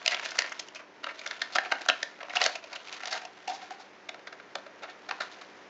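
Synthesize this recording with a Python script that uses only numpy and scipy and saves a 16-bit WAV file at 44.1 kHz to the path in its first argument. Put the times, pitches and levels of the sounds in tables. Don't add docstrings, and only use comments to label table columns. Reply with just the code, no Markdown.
import sys
import numpy as np
from scipy import signal
from scipy.fft import rfft, irfft
from scipy.io import wavfile
from scipy.ndimage import uniform_filter1d

SR = 44100
rng = np.random.default_rng(int(sys.argv[2]) if len(sys.argv) > 2 else 0)


def amplitude_ratio(level_db):
    exponent = np.asarray(level_db, float) / 20
    return 10 ** exponent


def persist_wave(psi):
    counts = np.round(np.clip(psi, -1, 1) * 32767).astype(np.int16)
    wavfile.write(sys.argv[1], SR, np.atleast_2d(counts).T)


N = 250929
TIME = np.arange(N) / SR

# start_s, panel_level_db, panel_pitch_hz, edges_over_panel_db, burst_decay_ms
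SNAPS = [(.0165,-42,1030,-25,3.8),(.053,-39.5,2670,0,1.1),(.0611,-19.5,2540,0,1.2),(.0782,-15,2870,-0.5,1.65),
         (.1098,-30,2540,1.5,2.6),(.1179,-27,1980,-2.5,5.1),(.1281,-26.5,2170,-22,1.8),(.135,-28,1480,-10.5,0.67),(.1456,-24,3330,-26,2.3),
         (.167,-34,2410,-20,1.5),(.1732,-38,1870,-15,4.5),(.1956,-30.5,1780,-6.5,3),(.2318,-35.5,2030,-11,3),(.2474,-31.5,2700,-1,12),
         (.2593,-30,1660,-2,.5),(.2867,-40,1590,2,5.3),(.307,-50,2350,14.5,4.5),(.3172,-34,1420,-4.5,3.5),(.3477,-44,2860,-12,4),
         (.3543,-35.5,1250,-3,5.6),(.3703,-41,1570,2,1.5),(.3837,-29,1900,-4,14),(.3898,-17,2540,2.7,0.58),(.4063,-33,2210,-5,5.9),
         (.4203,-25,1970,-4,1.5),(.4428,-30.5,1930,-32,1.7),(.4469,-37,1200,-30,8),(.4611,-39.5,2120,-1,2.6),(.4725,-38.5,2060,-10,7.8),
         (.4932,-44.5,1770,3,5.2),(.5194,-33,1190,-9,2.3),(.5229,-33.5,1840,-3.5,2.9),(.5952,-36,1900,8.5,3.6),(.6854,-41,2900,-0.5,0.87),
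         (.7478,-45,1450,4.5,3.8),(.7577,-38,2630,-3.5,10.5),(.7938,-44.5,1040,-11,13.4),(1.0331,-41,1150,-7,7.5),(1.0419,-27.5,3000,-11,2.3),
         (1.0668,-29.5,1200,-23,3.9),(1.0877,-35,2020,-23,9.8),(1.1088,-39.5,1320,-12,7.1),(1.1829,-49,2040,-2,4.2),(1.192,-40,2350,3,3.9),
         (1.2144,-37.5,2270,-9,2),(1.2626,-30,1670,-1.5,3.2),(1.2746,-45.5,2280,13,1.4),(1.3105,-29,1690,-2.5,2.7),(1.3289,-41,1750,-7,7.8),
         (1.4177,-23,1660,-0.5,2.8),(1.5251,-45,2590,5,29),(1.551,-35.5,2030,5.5,2.3),(1.5559,-19,1360,-5,3.1),(1.5629,-24.5,1160,-1,2),
         (1.5847,-16.5,1700,-36,1.9),(1.6347,-42.5,1530,-4,9.8),(1.649,-35,2310,-24,4.1),(1.6555,-34,1060,-18,8.8),(1.7036,-44.5,1450,-9,1.7),
         (1.7154,-29,2530,-14,1.8),(1.7202,-18,1450,-9,3.3),(1.7535,-37,1570,-11,4.8),(1.8092,-37.5,1690,-5,3.7),(1.8165,-37.5,2400,1,1.7),
         (1.8613,-32.5,1250,-8,0.8),(1.8868,-16.5,1480,-.5,1.9),(1.891,-21.5,1510,-3.5,2.3),(1.8984,-13.5,2600,-15.5,0.95),(2.0293,-24,1860,-0.5,1.9),
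         (2.1892,-47,1010,-12,1.3),(2.1965,-50,1350,-14,2),(2.2062,-37.5,1320,-29,7.4),(2.215,-43,1380,-6,1.8),(2.2296,-35.5,1040,-28,3.1),
         (2.2444,-45,1080,-21,16),(2.2838,-40,1310,-18,1),(2.2969,-38,2450,-2,2.1),(2.304,-36,2070,-25,4.9),(2.3357,-34,1510,-16,1.9),
         (2.3554,-28.5,1500,-0.5,11),(2.3601,-28.5,2550,-4,1.5),(2.3688,-17.5,2700,-18,2.2),(2.408,-41,2000,-4.5,4.8),(2.4155,-19,2100,-.5,3.1),
         (2.4266,-28.5,3190,1.5,5.2),(2.4394,-26.5,2770,7,1.5),(2.4497,-27,1840,-1.5,13),(2.4625,-16.5,3060,-1,1.45),(2.4925,-38,990,-1,6.5),
         (2.5192,-42.5,2290,0,26),(2.5537,-31.5,2550,-1,6.2),(2.64,-41,2470,-2,3.3),(2.7208,-43,1080,-8,23),(2.7298,-38,2440,0,4),
         (2.7535,-40.5,1300,1.5,7.7),(2.7599,-34.5,2700,-31,3.9),(2.8715,-40,2500,-1,4),(2.8835,-40,2420,-4,3.8),(2.8937,-43.5,1400,1.5,2.7),
         (2.9264,-38,2450,4,1.2),(2.9319,-37.5,2630,-7,2.2),(2.939,-43,2760,2.5,6.2),(2.9667,-49,2150,6,3),(3.0056,-46,1850,-8,9.1),
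         (3.0339,-33,1680,-8,2),(3.056,-37,2030,6,2.7),(3.0733,-38,2000,5.5,2.6),(3.0803,-38.5,1740,2,3.1),(3.1083,-40,1670,5.5,12),
         (3.1247,-30.5,1760,3,8.2),(3.14,-34,1500,-5,7),(3.1525,-36,1340,-.5,20),(3.1758,-34.5,2740,0,4.1),(3.2171,-44,1770,-1,4.2),
         (3.2301,-50.5,1730,-3.5,23),(3.251,-40,2650,0,3.3),(3.4768,-33,2840,-2,4.1),(3.4909,-39.5,1060,2,17),(3.5123,-42,1640,-18,9.4),
         (3.5345,-49,1070,5.5,44),(3.6227,-48,1650,-2,27),(3.7062,-39.5,1670,-3.5,4.3),(3.7161,-45,970,-3.5,12),(3.7978,-51,1170,0.5,27),
         (4.0902,-31.5,2270,0,2.9),(4.1437,-39.5,1330,-8,2.9),(4.193,-49.5,1740,-5,3.2),(4.2714,-36,1560,-5,6),(4.3253,-39,1500,-6,6.2),
         (4.3988,-41,1450,-23,4.5),(4.5538,-29,1350,0,2.36),(4.5846,-45,1410,-6,1.7),(4.663,-42,1340,-9.5,5.9),(4.823,-45,1390,-2.5,11),
         (4.8328,-37,1370,-10,6.6),(4.8398,-43.5,1480,-13,5),(4.8438,-44,1510,-21,9.9),(4.8828,-44.5,1550,-25,16),(4.897,-49,2540,1,11),
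         (5.09,-33,1240,-5,5),(5.1109,-23.5,1110,-35,1.4),(5.1212,-40,1030,-11,2.5),(5.187,-45,1360,-14,1.3),(5.205,-26,1240,-7.5,7.9),
         (5.218,-36,1290,0,4.3),(5.2294,-41.5,1260,-3,11),(5.316,-59,1500,10,19),(5.413,-42,1130,-2,9.9)]
# time_s, creak_level_db
HANDLING = [(0, -49), (.14, -41.5), (.4, -51), (.6, -51.5), (.9, -69.5), (1.2, -49.5), (1.8, -48),
            (2.05, -52), (2.25, -63.5), (2.41, -32), (2.57, -55.5), (2.8, -52.5), (3.07, -44), (3.3, -58.5),
            (3.6, -50.5), (4.0, -64.5), (4.9, -62), (5.25, -51.5), (5.69, -61)]
# time_s, hollow_pitch_hz, hollow_over_panel_db (for a middling snap of an 1800 Hz panel)
HOLLOW = [(0, 704, -10), (.35, 690, -9.5), (.48, 682, -10.5), (.9, 637, -9), (1.4, 693, -14),
          (1.56, 760, -3), (1.75, 744, -2), (2.06, 653, -9), (2.4, 743, -2), (2.6, 653, -2.5),
          (2.9, 716, -12), (3.25, 755, 1), (3.5, 767, 6), (3.8, 777, -0.5), (4.3, 660, -10),
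          (4.6, 600, -3.5), (5.1, 800, -5), (5.69, 646, -14)]
# time_s, edge_treble_centre_hz, box_thump_over_hollow_db
PART = [(0, 4590, -15.5), (.45, 4900, -18), (.6, 5640, -13), (1.0, 4200, -11), (1.55, 4400, -20),
        (1.72, 4400, -7.5), (2.0, 4700, -12), (2.3, 4400, -19.5), (3.3, 4700, -24.5), (3.8, 4900, -21),
        (4.05, 3800, -20), (5.0, 4000, -21), (5.69, 4400, -28)]
# pitch_hz, width_hz, relative_level_db
SHEET = [(1034, 200, 0), (1390, 230, 0), (2000, 1400, 0.5), (2730, 230, -15)]
# pitch_hz, width_hz, relative_level_db
EDGES = [(3490, 900, 17.5), (4400, 900, -1), (5100, 750, -5), (7450, 3900, 12)]
# band_centre_hz, t60_s
ROOM_T60 = [(300, 0.19), (1000, 0.33), (3000, 0.27), (7000, 0.14)]
# frequency_hz, relative_level_db
HISS_COLOUR = [(29, -59.5), (50, -19.5), (191, -10), (262, -6.5), (291, -6.5), (345, -5), (376, -1.5),
               (639, -3.5), (998, -5.5), (1090, -7), (1930, -7.5), (3420, -20), (5700, -23), (8000, -29),
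               (10400, -64), (17600, -120)]
# time_s, hiss_level_db
AIR_LEVEL = [(0, -54.5), (2.5, -55.5), (5.69, -52)]
# pitch_hz, level_over_hiss_db
HUM = [(102.3, -23), (199.2, -19.5), (301.5, -13), (376.8, -14)]
# from_s, to_s
LOOSE_SPAN = (3.36, 3.95)

CREEP_S, CREEP_DB = 0.005, -13.5
PANEL_WIDTH_HZ = 380
HELD_WIDTH_HZ, LOOSE_WIDTH_HZ = 160, 55
THUMP_HZ = 321.4
HOLLOW_LAG, MIDDLE_DB = 0.28, -35
HOLLOW_DB_PER_OCTAVE = -2
BRIGHT_HZ_PER_DB = 40.5
CREAKS_PER_S, CREAK_SPREAD_DB, CREAK_TOP_DB = 700.0, 3.5, 10.0
CREAK_POWER_DECAY_MS = 1.2
CREAK_HOLLOW_DB, CREAK_EDGE_DB = -13.5, -14
ROOM_DB, ROOM_GAP_S = -14, 0.0022
CAMERA_RATE_HZ = 16000


def unit(x):
    return x / np.sqrt(np.mean(x ** 2))


def curves(table):
    s, *columns = np.transpose(table)
    return [np.interp(TIME, s, c) for c in columns]


def mode(size, hz, width_hz):
    f = np.fft.rfftfreq(size, 1 / SR) + 1e-3
    return 1 / (1 + 1j * (f ** 2 - hz ** 2) / (f * width_hz))


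def modes(size, table):
    return sum(amplitude_ratio(db) * mode(size, hz, width_hz) for hz, width_hz, db in table)


def ring(x, response):
    return irfft(rfft(x) * response, x.shape[-1])


def colour(points, size):
    hz, value = np.transpose(points)
    return np.interp(np.log(np.fft.rfftfreq(size, 1 / SR) + 1), np.log(hz), value)


def air():
    level_db, = curves(AIR_LEVEL)
    hiss = unit(ring(rng.standard_normal(N), amplitude_ratio(colour(HISS_COLOUR, N))))
    drift = uniform_filter1d(rng.standard_normal((len(HUM), N)), 4000).cumsum(axis=1) * 0.013
    hum = 0
    for (hz, db), phase in zip(HUM, drift):
        hum = hum + np.sqrt(2) * amplitude_ratio(db) * np.sin(2 * np.pi * hz * TIME + phase)
    return amplitude_ratio(level_db) * (hiss + hum)


def creaks():
    level_db, = curves(HANDLING)
    size_db = np.minimum(CREAK_SPREAD_DB * rng.exponential(size=N), CREAK_TOP_DB)
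    slip_power = (rng.random(N) < CREAKS_PER_S / SR) * amplitude_ratio(2 * size_db)
    decay = np.exp(-1000 / (CREAK_POWER_DECAY_MS * SR))
    power = signal.lfilter([1], [1, -decay], slip_power)
    burst = np.sqrt(power) * rng.standard_normal(N)
    panels = unit(ring(burst, modes(N, SHEET)))
    edges = unit(ring(burst, modes(N, EDGES)))
    hollow_hz = curves(HOLLOW)[0]
    hollow = 0
    for hz in np.arange(500, 951, 50):
        fade = np.clip(1 - np.abs(hollow_hz - hz) / 50, 0, 1)
        hollow = hollow + fade * ring(burst, mode(N, hz, 160.0) ** 2)
    return amplitude_ratio(level_db) * (panels + amplitude_ratio(CREAK_HOLLOW_DB) * unit(hollow) + amplitude_ratio(CREAK_EDGE_DB) * edges)


def room(x):
    size = SR // 2
    t = np.arange(size) / SR
    tail = 0
    for hz, t60 in ROOM_T60:
        band = ring(rng.standard_normal(size), mode(size, hz, 1.29 * hz)) / np.sqrt(hz)
        tail = tail + band * 1000 ** (-t / t60)
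    tail = tail * np.clip(t / ROOM_GAP_S - 1, 0, 1)
    return amplitude_ratio(ROOM_DB) * signal.fftconvolve(x, tail / np.sqrt(np.sum(tail ** 2)))[:N]


def snap_bursts(t, decay_ms):
    count, size = len(decay_ms), len(t)
    decay_ms = np.clip(decay_ms, 0.2, 20)
    age = 1000 * np.maximum(t - CREEP_S, 0) / decay_ms
    shape = np.exp(-age) * (1 - np.exp(-age / (0.041 + 0.0083 * decay_ms)))
    creep = amplitude_ratio(CREEP_DB) * np.sqrt(decay_ms) * (t / CREEP_S) ** 2 * (t < CREEP_S)
    unevenness = uniform_filter1d(rng.standard_normal((count, size)), size=24)
    grain = amplitude_ratio(2.0 * np.sqrt(24) * unevenness)
    return rng.standard_normal((count, size)) * (shape + creep) * grain


def snaps():
    start_s, panel_db, panel_hz, edge_db, decay_ms = (c[:, None] for c in np.transpose(SNAPS))
    size = 4096
    t = np.arange(size) / SR
    burst = snap_bursts(t, decay_ms)
    at = (start_s * SR).astype(int)

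    panels = mode(size, panel_hz, PANEL_WIDTH_HZ) + amplitude_ratio(-11.5) * modes(size, SHEET)
    panel_sound = ring(burst, panels * mode(size, 1910.0, 1900.0))

    hollow_hz, free_db = (c[at] for c in curves(HOLLOW))
    treble_hz, thump_db = (c[at] for c in curves(PART))
    hollow_db = free_db - HOLLOW_LAG * (panel_db - MIDDLE_DB)
    hollow_db = hollow_db + HOLLOW_DB_PER_OCTAVE * np.log2(panel_hz / 1800)
    loose = (start_s > LOOSE_SPAN[0]) & (start_s < LOOSE_SPAN[1])
    width_hz = np.where(loose, LOOSE_WIDTH_HZ, HELD_WIDTH_HZ)
    hollow = mode(size, hollow_hz, width_hz) * mode(size, hollow_hz, 280.0)
    thump = amplitude_ratio(thump_db) * mode(size, THUMP_HZ, 90.0) ** 2
    faded_burst = burst * np.exp(-np.maximum(t - CREEP_S, 0) / 0.018)
    hollow_sound = ring(faded_burst, hollow + thump)

    edges = 0
    for hz, edge_width_hz, db in EDGES:
        uneven_db = db + 1.3 * rng.standard_normal((len(at), 1))
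        edges = edges + amplitude_ratio(uneven_db) * mode(size, hz, edge_width_hz)
    bright_hz = treble_hz + BRIGHT_HZ_PER_DB * edge_db
    edge_sound = ring(burst, edges * mode(size, bright_hz, 1800.0))

    sound = 0
    for part, over_panel_db in ((panel_sound, 0), (hollow_sound, hollow_db), (edge_sound, edge_db)):
        loudest = np.sqrt(uniform_filter1d(part ** 2, size=130).max(axis=1, keepdims=True))
        sound = sound + amplitude_ratio(panel_db + over_panel_db) * part / loudest
    out = np.zeros(N + size)
    np.add.at(out, at - int(CREEP_S * SR) + np.arange(size), sound)
    return out[:N]


def scene():
    box = snaps() + creaks()
    return (box + room(box) + air())[None]


def band_limit(x):
    return signal.sosfilt(signal.butter(12, 9060, fs=SR, output="sos"), x)


def record(dry):
    low = signal.sosfilt(signal.butter(2, 140.0, "high", fs=SR, output="sos"), dry)
    low = signal.sosfilt(signal.butter(10, 6800.0, fs=SR, output="sos"), low)
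    low = signal.lfilter(*signal.iirnotch(CAMERA_RATE_HZ / 2, 9, fs=SR), low)
    image = 2 * low * np.cos(2 * np.pi * CAMERA_RATE_HZ * TIME)
    image = signal.sosfilt(signal.cheby2(10, 60, 9300, fs=SR, output="sos"), image)
    low = signal.sosfilt(signal.ellip(8, 0.5, 60, CAMERA_RATE_HZ / 2, fs=SR, output="sos"), low)
    mix = low + amplitude_ratio(6.5) * image
    return band_limit(mix)


dry = scene()
out = record(dry)
persist_wave(out)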